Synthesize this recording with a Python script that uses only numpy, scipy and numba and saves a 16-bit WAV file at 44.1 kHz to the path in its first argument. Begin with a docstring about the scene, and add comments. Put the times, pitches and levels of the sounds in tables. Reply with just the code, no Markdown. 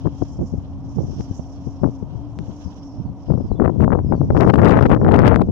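"""Single puffs of wind thump on a camera, then build to a gust that overloads the left side.
The camera is carried over an open field, and swirls of air strike its two microphone openings (ports).
Faster air sounds louder and brighter; the hardest swings make the left microphone rasp and crack.
Underneath, a far engine drones, clothing swishes and ticks, and a bird gives thin falling whistles.
A faint high tone comes and goes."""
import sys
import numpy as np
from scipy import signal
from scipy.fft import rfft, irfft
from scipy.io import wavfile
from scipy.ndimage import uniform_filter1d, minimum_filter1d, map_coordinates
from numba import njit

SR = 44100
rng = np.random.default_rng(int(sys.argv[2]) if len(sys.argv) > 2 else 0)


def output_pcm(signal):
    """Save a mono or channel-first signal as 16-bit PCM at the path in sys.argv[1].

    Samples are clipped to [-1, 1] before scaling.
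    """
    pcm = np.clip(np.atleast_2d(signal).T, -1, 1) * 32767
    wavfile.write(sys.argv[1], SR, np.round(pcm).astype(np.int16))


N = 242991
TIME = np.arange(N) / SR


def gain(db):
    """Turn decibels into a number to multiply by."""
    return 10 ** (np.asarray(db) / 20)


def normalize(x):
    """Scale a signal so its average strength (rms) is 1."""
    return x / np.sqrt(np.mean(x ** 2))


def wobble(per_second):
    """A smooth random drift of strength 1 that picks new values at the given rate."""
    held = rng.standard_normal(N)[(TIME * per_second).astype(int)]
    span = int(SR / per_second)
    return normalize(uniform_filter1d(uniform_filter1d(held, span), span))


def cut(x, hz, kind, order):
    """Keep the "low" or the "high" side of a frequency."""
    return signal.sosfilt(signal.butter(order, hz, kind, fs=SR, output="sos"), x)


def noise(colour):
    """Noise of strength 1, shaped by rows of (frequency_hz, level_db)."""
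    hz, db = np.transpose(colour)
    bins_hz = np.maximum(np.arange(N // 2 + 1) * SR / N, 1)
    shape = gain(np.interp(np.log(bins_hz), np.log(hz), db))
    return normalize(irfft(rfft(rng.standard_normal(N)) * shape, N))


def stereo_noise(colour, side_db, left_db):
    """Noise with a shared part and a part that differs between left and right."""
    mid, side = noise(colour), gain(side_db) * noise(colour)
    return normalize(np.array([gain(left_db) * (mid + side), mid - side]))


def blurred_tone(hz, width_hz):
    """A tone smeared into a narrow band of noise."""
    blur = cut(rng.standard_normal((2, N)), width_hz / 2, "low", order=2)
    phase = 2 * np.pi * np.cumsum(hz) / SR
    return normalize(blur[0] * np.cos(phase) + blur[1] * np.sin(phase))


# The tone colour of the open field: frequency_hz, level_db
FIELD_COLOUR = [(40, -15), (200, 9.5), (290, 8.5), (370, -0.5), (480, -1.5), (590, 0), (750, 0.5),
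                (840, -5.5), (950, -2.5), (1200, -13.5), (1700, -30), (3000, -33.5), (8000, -47.5),
                (15000, -55.5)]
def field_air():
    """The dull, nearly steady hush of far-off air."""
    return stereo_noise(FIELD_COLOUR, side_db=-12.5, left_db=-1.5) * gain(-43 + 0.32 * wobble(1))


def far_engine(pitch_hz=277.7):
    """A distant engine drones on one low, wavering note."""
    hz = pitch_hz * (1 + 0.007825 * wobble(3) + 0.0279 * wobble(60))
    drone = np.sqrt(2) * np.sin(2 * np.pi * np.cumsum(hz) / SR)
    return drone * gain(-41 + 2.5 * wobble(22)) * gain([[.5], [-.5]])


# Swells of a faint high tone: middle_s, half_length_s, pitch_hz, level_db
TONE_SWELLS = [(0.2, 0.14, 3180, -70.5), (1.3, .2, 3150, -78.5), (2.2, .12, 3142, -76),
               (3.755, 0.02, 3300, -72.5)]
def thin_tone():
    """A thin tone swells and fades far away."""
    out = np.zeros(N)
    for middle, half_length, hz, db in TONE_SWELLS:
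        swell = np.exp(-.5 * ((TIME - middle) / half_length) ** 2)
        out += blurred_tone(np.full(N, hz), width_hz=150) * gain(db) * swell
    return out * gain([[-2], [0]])


# Every whistle drops, almost holds, then bends down: share_of_length, share_of_fall, level_db
WHISTLE_SHAPE = [(0, 0, -8), (.08, .04, 0), (.22, .26, -3), (.48, .33, -1), (.6, .42, 1), (.75, .72, -1),
                 (.88, .89, -1), (1, 1, -7)]
# The bird's whistles: start_s, length_s, first_hz, last_hz, level_db
WHISTLES = [(1.106, 0.19, 6200, 4350, -65), (1.44, 0.06, 4570, 4440, -76), (1.55, .05, 4450, 4300, -68),
            (2.919, 0.19, 5900, 4130, -71), (3.355, 0.2, 5750, 3880, -65.5),
            (3.556, 0.034, 3550, 3350, -60), (4.014, 0.2, 5680, 4130, -64.5),
            (4.998, 0.24, 5720, 4130, -63)]
def bird():
    """Thin falling whistles from far away, blurred by the moving air."""
    share, fall, shape_db = np.transpose(WHISTLE_SHAPE)
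    out, waver = np.zeros(N), 1 + 0.011 * wobble(400)
    for start, length, first_hz, last_hz, db in WHISTLES:
        progress = (TIME - start) / length
        hz = first_hz + (last_hz - first_hz) * np.interp(progress, share, fall)
        loudness = gain(db + np.interp(progress, share, shape_db)) * (progress > 0) * (progress < 1)
        out += np.sin(2 * np.pi * np.cumsum(hz * waver) / SR) * loudness
    return out * gain(2.5 * wobble(60)) * gain([[-3], [-2]])


# The tone colours of the fabric's high swish and lower rub: frequency_hz, level_db
SWISH_COLOUR = [(3500, -34), (4700, -13), (5250, -2.5), (5650, -3), (6150, -6.5), (7000, -13), (8400, -33),
                (9300, -32), (12000, -34), (15000, -39.5)]
RUB_COLOUR = [(1000, 1), (1500, -0.5), (2200, -11), (2700, -3.5), (3150, 0), (3700, -6), (4500, -8),
              (7000, -21), (9000, -36)]
# Strokes of fabric: start_s, length_s, fade_in_s, swish_db, rub_db, swish_hz, ringing_share
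STROKES = [(-0.03, 0.28, 0.011, -65.5, -58, 5810, 0), (0.172, 0.34, 0.012, -57.5, -75, 5820, 0.02),
           (0.616, 0.14, .012, -70.5, -61.5, 5780, 0.2), (0.931, 0.54, 0.027, -56.5, -64, 5830, 0.23),
           (1.098, 0.18, 0.0094, -61, -56.5, 5600, .2), (1.504, 0.35, .012, -62, -64.5, 5670, .3),
           (1.909, .09, 0.0084, -63, -66, 5930, 0.1), (2.098, 0.25, 0.011, -72, -64.5, 5610, 0.2),
           (2.393, 0.21, .01, -61, -60, 5830, 0.04), (2.589, 0.2, 0.019, -60, -58.5, 5660, 0.25),
           (2.76, 0.23, .015, -60, -73, 5480, .65), (3.202, 0.23, 0.018, -63.5, -67, 5390, .35),
           (4.144, 0.079, .015, -62, -79.5, 5640, 0.5), (4.343, 0.13, 0.0091, -57.5, -58.5, 5580, 0.3),
           (4.58, 0.37, .012, -61.5, -87.5, 5630, 0.1)]
def clothing(resting_hz=5690, fade_out_s=.03):
    """Fabric slides over fabric: a quicker stroke swishes higher, and a steady one almost rings."""
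    swish_power, rub_power = gain(-72.5) ** 2, gain(-68) ** 2  # stirring between strokes
    ring_power, pitch_pull = 0, 0
    for start, length, fade_in_s, swish_db, rub_db, hz, ringing in STROKES:
        fade_in = (1 + np.tanh((TIME - start) / fade_in_s / 2)) / 2
        fade_out = (1 + np.tanh((start + length - TIME) / fade_out_s / 2)) / 2
        stroke = fade_in * fade_out
        power = stroke * gain(swish_db) ** 2
        swish_power += power
        ring_power += power * ringing
        rub_power += stroke * gain(rub_db) ** 2
        pitch_pull += power * (hz - resting_hz)
    speed = 1 + pitch_pull / swish_power / resting_hz + 0.019 * wobble(25)
    weave = stereo_noise(SWISH_COLOUR, side_db=0, left_db=-4.5)
    # Running through the noise faster raises its pitch.
    swish = np.array([map_coordinates(side, [np.cumsum(speed)], order=3, mode="wrap") for side in weave])
    # Sliding steadily over the ribs of the weave narrows the swish to a ring.
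    ring = np.array([blurred_tone(resting_hz * speed, width_hz=330) for _ in range(2)])
    ring = normalize(ring * gain([[-4], [0]]))
    sliding = swish * np.sqrt(swish_power - ring_power) + ring * np.sqrt(ring_power)
    catch_db = 2 * wobble(120) + 1.6 * wobble(22)  # threads catch unevenly
    rub = stereo_noise(RUB_COLOUR, side_db=4, left_db=-4.5) * np.sqrt(rub_power)
    return sliding * gain(catch_db - 1) + rub * gain(2.6 * wobble(80))


# Small ticks on the camera body: start_s, level_db
TICKS = [(1.209, -27), (2.389, -21.5)]
def ticks(decay_s=0.0011):
    """Each tick is one sudden push that quickly relaxes."""
    out = np.zeros(N)
    for start, db in TICKS:
        out += gain(db) * (TIME >= start) * np.exp(-np.abs(TIME - start) / decay_s)
    return cut(out, 5820, "low", order=3) * gain([[3], [-5]])


# The tone colours of a crack's rough rasp and high fizz: frequency_hz, level_db
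RASP_COLOUR = [(1200, -12.5), (2600, 0), (3600, -7.5), (5000, -14.5), (7000, -23.5), (10000, -43)]
FIZZ_COLOUR = [(3000, -20.5), (6000, 4.5), (8000, 4.5), (12000, -0.5), (15000, -6), (16000, -16.5)]
# The loudest cracks of the overloaded left microphone: middle_s, rasp_db, fizz_db, decay_s
CRACKS = [(3.65, -51, -64, 0.0016), (3.8066, -48, -61, 0.00077), (3.8227, -43.5, -58, .0008),
          (3.845, -38, -57, 0.00059), (4.3754, -37, -57, 0.00087), (4.4087, -23.5, -46, 0.0006),
          (4.477, -48, -55, .0018), (4.4848, -43, -60, .0008), (4.501, -28.5, -64, 0.0012),
          (4.5403, -25, -39, 0.0011), (4.5585, -34.5, -51, 0.00064), (4.5866, -43, -64, 0.00074),
          (4.6188, -41, -58, 0.0011), (4.6482, -28.5, -49, 0.00076), (4.6569, -28, -50, 0.00095),
          (4.6757, -38, -53, 0.00094), (4.686, -31, -49, .0008), (4.6956, -30.5, -49, 0.0007),
          (4.709, -29, -62, 0.0009), (4.7205, -34, -58, 0.0013), (4.7724, -36, -54, 0.00088),
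          (4.793, -43, -63, 0.0019), (4.8096, -38, -59, .0008), (4.8267, -32, -48, 0.00073),
          (4.8636, -34, -50, 0.0012), (4.8967, -46, -57, .0016), (4.9181, -29, -54, 0.00068),
          (4.9483, -40, -57, 0.00088), (5.0466, -39.5, -58, 0.00064), (5.1202, -32, -48, 0.00071),
          (5.1443, -29.5, -55, .0008), (5.1627, -34, -53, 0.0018), (5.1916, -28, -53, 0.00057),
          (5.2204, -38.5, -59, 0.00093), (5.258, -34, -66, 0.0017), (5.2692, -31, -46, .0008),
          (5.2794, -23, -41.5, 0.0013), (5.287, -34, -54, .0008), (5.344, -41, -70, 0.00082),
          (5.36, -26, -46, .0008), (5.4182, -32.5, -53, 0.00085)]
def cracks(hiss_db=-21.5, hiss_decay_s=0.0035):
    """Short rough cracks; a faint hiss added around each makes it sound fuller."""
    rasp, fizz = np.zeros(N), np.zeros(N)
    for middle, rasp_db, fizz_db, decay in CRACKS:
        apart = np.abs(TIME - middle)
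        burst = np.exp(-apart / decay) + gain(hiss_db) * np.exp(-apart / hiss_decay_s)
        rasp += gain(rasp_db + 7) * burst
        fizz += gain(fizz_db + 6.5) * burst
    return rasp * noise(RASP_COLOUR) + fizz * noise(FIZZ_COLOUR)


def microphone_strain(pressure):
    """The microphone rasps on every swing that comes near its limit."""
    load = uniform_filter1d(np.tanh(pressure) ** 6, size=60)
    rasp = noise([(800, -14.5), (2400, -2), (4000, -12), (6500, -22.5),
                  (8000, -27), (13000, -27), (16000, -37.5)])
    return gain(-27) * load * rasp


@njit
def moving_lowpass(x, cutoff_hz, damping):
    """Three filters in a row remove the treble above a moving cutoff."""
    out, band, low = np.empty(len(x)), np.zeros(3), np.zeros(3)
    for i in range(len(x)):
        step = np.tan(np.pi * cutoff_hz[i] / SR)
        sample = x[i]
        for k in range(3):
            slope = (band[k] + step * (sample - low[k])) / (1 + step * (step + damping))
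            sample = low[k] + step * slope
            band[k], low[k] = 2 * slope - band[k], 2 * sample - low[k]
        out[i] = sample
    return out


def tiny_swirls(per_second, scatter_db):
    """Tiny swirls of air push and pull at uneven times, with uneven strength."""
    gap, direction, strength = rng.standard_normal((2000, 3)).T
    at = (np.cumsum(np.exp(.55 * gap)) / per_second * SR).astype(int)
    pushes = np.sign(direction) * gain(scatter_db * strength)
    return normalize(np.bincount(at[at < N], pushes[at < N], N))


def rumble(flow_db, puffs, lull_db, cutoff_hz, db_per_octave, damping,
           flutter_db, crackle_octaves, smooth_db, heave_db):
    """Churning air at one port: faster air is louder and holds smaller swirls, so it is brighter too."""
    power, brightening = gain(flow_db) ** 2, 0
    for peak_s, db, half_length, extra_octaves in puffs:
        width = half_length * np.where(TIME < peak_s, 0.71, 1.114)  # arrives faster than it leaves
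        puff = gain(db) ** 2 * np.exp(-.5 * ((TIME - peak_s) / width) ** 2)
        power += puff
        brightening += extra_octaves * puff
    force_db = 10 * np.log10(power) - lull_db + flutter_db * wobble(55)
    octaves = (force_db + 16.5) / db_per_octave + brightening / power
    octaves += crackle_octaves * np.tanh(wobble(260))
    moving_hz = np.clip(cutoff_hz * 2 ** octaves, 200, 2840)  # the smallest swirls set the top
    # Single swirls sputter over a smoother stream.
    push = tiny_swirls(per_second=190, scatter_db=4.5) + gain(smooth_db) * rng.standard_normal(N)
    push = cut(push, 80.5, "high", order=3)
    push = cut(push, 130, "low", order=1)
    pressure = moving_lowpass(push, moving_hz, damping)
    # Even out the swings, so the airflow sets their size and chance only their shape.
    swing = np.sqrt(uniform_filter1d(uniform_filter1d(pressure ** 2, size=600), size=600))
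    # The largest swirls heave below the rumble.
    heave = gain(heave_db) * noise([(5, -8.5), (15, -3), (35, -18), (62, 4), (90, -11), (400, -90.5)])
    return gain(force_db + 1.5) * (pressure / swing + heave)


def add_slaps(stream, slaps, knock_db, thump_db, thump_ratio):
    """A breaking swirl shoves the stream aside: a short knock inside a slower push and pull."""
    out, calm = np.zeros(N), np.ones(N)
    signs = np.sign(rng.standard_normal(len(slaps)))
    for (middle, db, hz), sign in zip(slaps, signs):
        near = slice(*np.searchsorted(TIME, [middle - .012, middle + .012]))
        age = TIME[near] - middle
        quick = np.pi * hz * age
        slow = quick * thump_ratio
        knock = gain(knock_db) * (1 - 2 * quick ** 2) * np.exp(-quick ** 2)
        thump = gain(thump_db) * 2 * slow * np.exp(-slow ** 2)
        out[near] += sign * gain(db) * (knock + thump)
        calm[near] *= 1 - 0.71 * np.exp(-(age / 0.001) ** 2)  # the stream dips under the slap
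    return stream * calm + out


# The airflow over each port, building from breeze to gust: time_s, left_db, right_db
AIRFLOW = [(0, -30, -37.5), (1.0, -34, -34.5), (1.6, -35.5, -38), (2.3, -29, -39), (2.6, -40, -41.5),
           (3.25, -38, -36), (3.4, -28.5, -36), (3.75, -19, -39.5), (4.0, -19, -26), (4.28, -20, -27),
           (4.56, -13.5, -28.5), (4.66, -4, -23), (4.72, -6, -30), (4.86, -9.5, -31.5), (4.98, -18, -20.5),
           (5.15, -3, -18.5), (5.33, -8.5, -25), (5.45, -16.5, -22)]
# Moments when the stream lifts off the left port: middle_s, drop_db, half_length_s
LULLS = [(3.33, 9, 0.0041), (3.643, 3, 0.0043), (3.66, 1, 0.0044), (3.707, 1, 0.0093), (3.918, 6.5, 0.0036),
         (3.943, 3, 0.0034), (4.459, 11, 0.0035), (4.489, 5, 0.0036), (4.527, 3.5, 0.0094),
         (4.572, 2.5, 0.0053), (4.612, 6.5, 0.0054), (4.754, 7, 0.013), (4.803, 8.5, 0.0052),
         (4.844, 8, 0.0056), (4.886, 6, 0.012), (4.909, 6, .004), (4.99, 4, 0.0074), (5.039, 7, 0.0035),
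         (5.108, 4, 0.0079), (5.209, 2.5, .006), (5.265, 6, .004), (5.381, 3.5, 0.0066),
         (5.464, 8.5, 0.024)]
# Puffs of swirling air that strike each port: peak_s, level_db, half_length_s, brighter_octaves
LEFT_PUFFS = [(0.061, -10, 0.0092, 0), (0.222, -9.5, 0.0062, -0.81), (0.399, -22, 0.0076, 0.7),
              (0.538, -17, 0.011, -0.66), (0.579, -12, 0.0041, -1.5), (1.043, -20.5, 0.0077, -0.16),
              (1.094, -21.5, 0.017, 0.33), (1.202, -18.5, 0.0048, -0.2), (1.309, -18, 0.0046, -1.2),
              (1.676, -20.5, 0.01, -0.08), (1.848, -11, 0.02, -0.56), (2.029, -20.5, 0.0069, -0.05),
              (2.159, -24.5, 0.0074, -0.8), (2.393, -24.5, 0.02, 0.1), (2.495, -26.5, 0.015, 0.56),
              (2.663, -18, 0.008, -0.18), (3.099, -26.5, 0.015, -0.8), (3.312, -8, 0.017, -1.16),
              (3.352, -13.5, 0.0068, -1.35), (3.38, -14.5, 0.0041, -0.04), (3.404, -19.5, 0.0075, 0.1),
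              (3.517, -6.5, 0.0055, -2.8), (3.611, -8, 0.013, -0.48), (3.652, -7.5, 0.01, 0),
              (3.79, -14, 0.014, -2), (3.68, -8.5, 0.01, -0.5), (3.825, -10, 0.027, -1.1),
              (3.932, -10, 0.02, -0.1), (4.045, -18, 0.027, -2), (4.13, -11.5, 0.012, 0.07),
              (4.209, -8.5, 0.009, -1.6), (4.305, -3, 0.0034, -1), (4.369, -9.5, 0.022, -0.1),
              (4.417, -6, 0.0087, 2), (4.476, -0.5, 0.0086, -1), (4.499, 0.5, 0.0029, -0.3),
              (4.539, 4.5, 0.0029, -1.2), (4.588, -6, 0.011, -0.4), (4.764, -9.5, 0.028, 2.6),
              (4.832, -5, 0.0047, 2), (4.86, -1, 0.0027, 3), (4.919, -4, 0.013, 0.7),
              (4.964, -7.5, 0.006, -0.2), (5.034, -10.5, 0.021, -0.3), (5.271, -8.5, 0.016, 6),
              (5.414, -4.5, 0.0052, -1.0), (5.489, -13.5, 0.0048, 0.2)]
RIGHT_PUFFS = [(0.417, -20.5, 0.021, 0.06), (0.539, -27, 0.01, -0.34), (0.984, -15.5, 0.021, -0.32),
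               (1.172, -26, 0.019, 0.43), (1.396, -21.5, 0.0026, -0.029), (3.001, -21.5, 0.013, -0.88),
               (3.054, -21, 0.0071, -0.67), (3.45, -17, 0.0089, -0.33), (3.849, -26.5, 0.025, -0.054),
               (4.241, -11, 0.0053, -1.6), (4.324, -17.5, 0.026, -0.89), (4.451, -15, 0.0054, 0.72),
               (4.617, -17.5, 0.031, 0.43), (4.76, -14, 0.017, 0.007), (4.875, -14.5, 0.024, 0.38),
               (5.046, -18, 0.01, 0.75), (5.267, -12, 0.0056, 0.51)]
# The hardest swirls, which break right on a port: middle_s, level_db, knock_hz
LEFT_SLAPS = [(0.0568, -11.5, 592), (0.0718, -13, 850), (0.2212, -10.5, 697), (0.5447, -15.5, 398),
              (0.5815, -22, 440), (1.035, -20, 450), (1.8433, -4, 790), (1.8748, -12.5, 575),
              (3.2866, -16.5, 488.5), (3.3056, -16, 733), (3.3226, -13.5, 700), (3.3372, -14, 720),
              (3.3764, -17.5, 700), (3.4024, -16, 553), (3.5164, -7.5, 585), (3.5997, -2.5, 933),
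              (3.616, -17, 900), (3.6252, -16, 950), (3.6496, -8, 1050), (3.6552, -8.5, 900),
              (3.682, -8, 877), (3.8067, -9, 984), (3.824, -10.5, 865), (3.8382, -9, 1150),
              (3.8456, -5, 986), (3.8796, 3, 665), (3.905, -5, 850), (3.9205, -4, 970),
              (3.9311, -5.5, 1060), (3.952, -1.5, 705), (3.974, -9, 580), (3.992, -16.5, 633),
              (4.1238, 0, 720), (4.1352, -10.5, 697), (4.1449, -10, 706), (4.2154, -6, 675),
              (4.306, -13.5, 860), (4.3223, -11, 573), (4.3496, -1.5, 640), (4.376, -3.5, 906),
              (4.4117, -7, 1000), (4.4228, -0.5, 910), (4.447, -1.5, 890), (4.476, 0.5, 930),
              (4.5002, -4, 1183), (4.5388, 12, 950), (4.5576, -0.5, 910), (4.582, -8, 980),
              (4.6028, -4, 900), (4.633, -2.5, 1300), (4.6482, 1, 930), (4.677, 1, 1170),
              (4.6955, -3, 1034), (4.7239, 0, 1296), (4.7709, 2.5, 1030), (4.7906, 2, 1190),
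              (4.8105, 0.5, 850), (4.8353, -8, 800), (4.8551, -0.5, 1050), (4.8973, -0.5, 658),
              (4.917, 2, 1060), (4.948, -2, 950), (4.9646, -5, 925), (5.018, -9, 840), (5.0485, -3, 1020),
              (5.065, -2, 950), (5.0892, 2, 790), (5.1206, -5, 945), (5.1425, -4, 980), (5.1907, 2, 1300),
              (5.1994, 0, 1020), (5.226, -16, 930), (5.237, -1, 1140), (5.2581, 2.5, 1310),
              (5.2776, 3, 1230), (5.3441, 0, 1160), (5.3608, 9, 1140), (5.397, -5, 800),
              (5.4188, -0.5, 710)]
RIGHT_SLAPS = [(0.403, -34, 450), (0.4208, -17.5, 400), (0.9857, -14, 470), (1.0088, -23, 447),
               (1.3951, -22, 486), (3.4508, -25, 567), (4.24, -26, 503)]
def wind():
    """Each port gets its own rumble and slaps; the left one faces the wind and overloads."""
    times, *levels = np.transpose(AIRFLOW)
    left_db, right_db = [np.interp(TIME, times, db) for db in levels]
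    lull_db = sum(drop * np.exp(-((TIME - middle) / width) ** 2) for middle, drop, width in LULLS)
    left = rumble(left_db, LEFT_PUFFS, lull_db, cutoff_hz=818, db_per_octave=7, damping=1.86,
                  flutter_db=1.5, crackle_octaves=0.74, smooth_db=-4, heave_db=-32)
    right = rumble(right_db, RIGHT_PUFFS, lull_db=0, cutoff_hz=960, db_per_octave=8, damping=1.98,
                   flutter_db=2, crackle_octaves=0.3, smooth_db=-5, heave_db=-30)
    left = add_slaps(left, LEFT_SLAPS, knock_db=-5, thump_db=-5, thump_ratio=0.31)
    right = add_slaps(right, RIGHT_SLAPS, knock_db=0, thump_db=3.5, thump_ratio=0.5)
    return np.array([left + microphone_strain(left) + cracks(), right])


def scene():
    """The wind on top of all the quieter sounds, as a left and a right channel."""
    return wind() + field_air() + far_engine() + clothing() + ticks() + bird() + thin_tone()


def record(dry, ceiling=1.0, top_hz=15800):
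    """A limiter turns each side down around its largest swings; then the highest treble is cut."""
    volume = minimum_filter1d(ceiling / np.maximum(np.abs(dry), ceiling), size=111)
    volume = uniform_filter1d(uniform_filter1d(volume, size=55), size=55)
    treble_cut = signal.ellip(8, .02, 70, top_hz, fs=SR, output="sos")
    return signal.sosfilt(treble_cut, dry * volume)


dry = scene()
out = record(dry)
output_pcm(out)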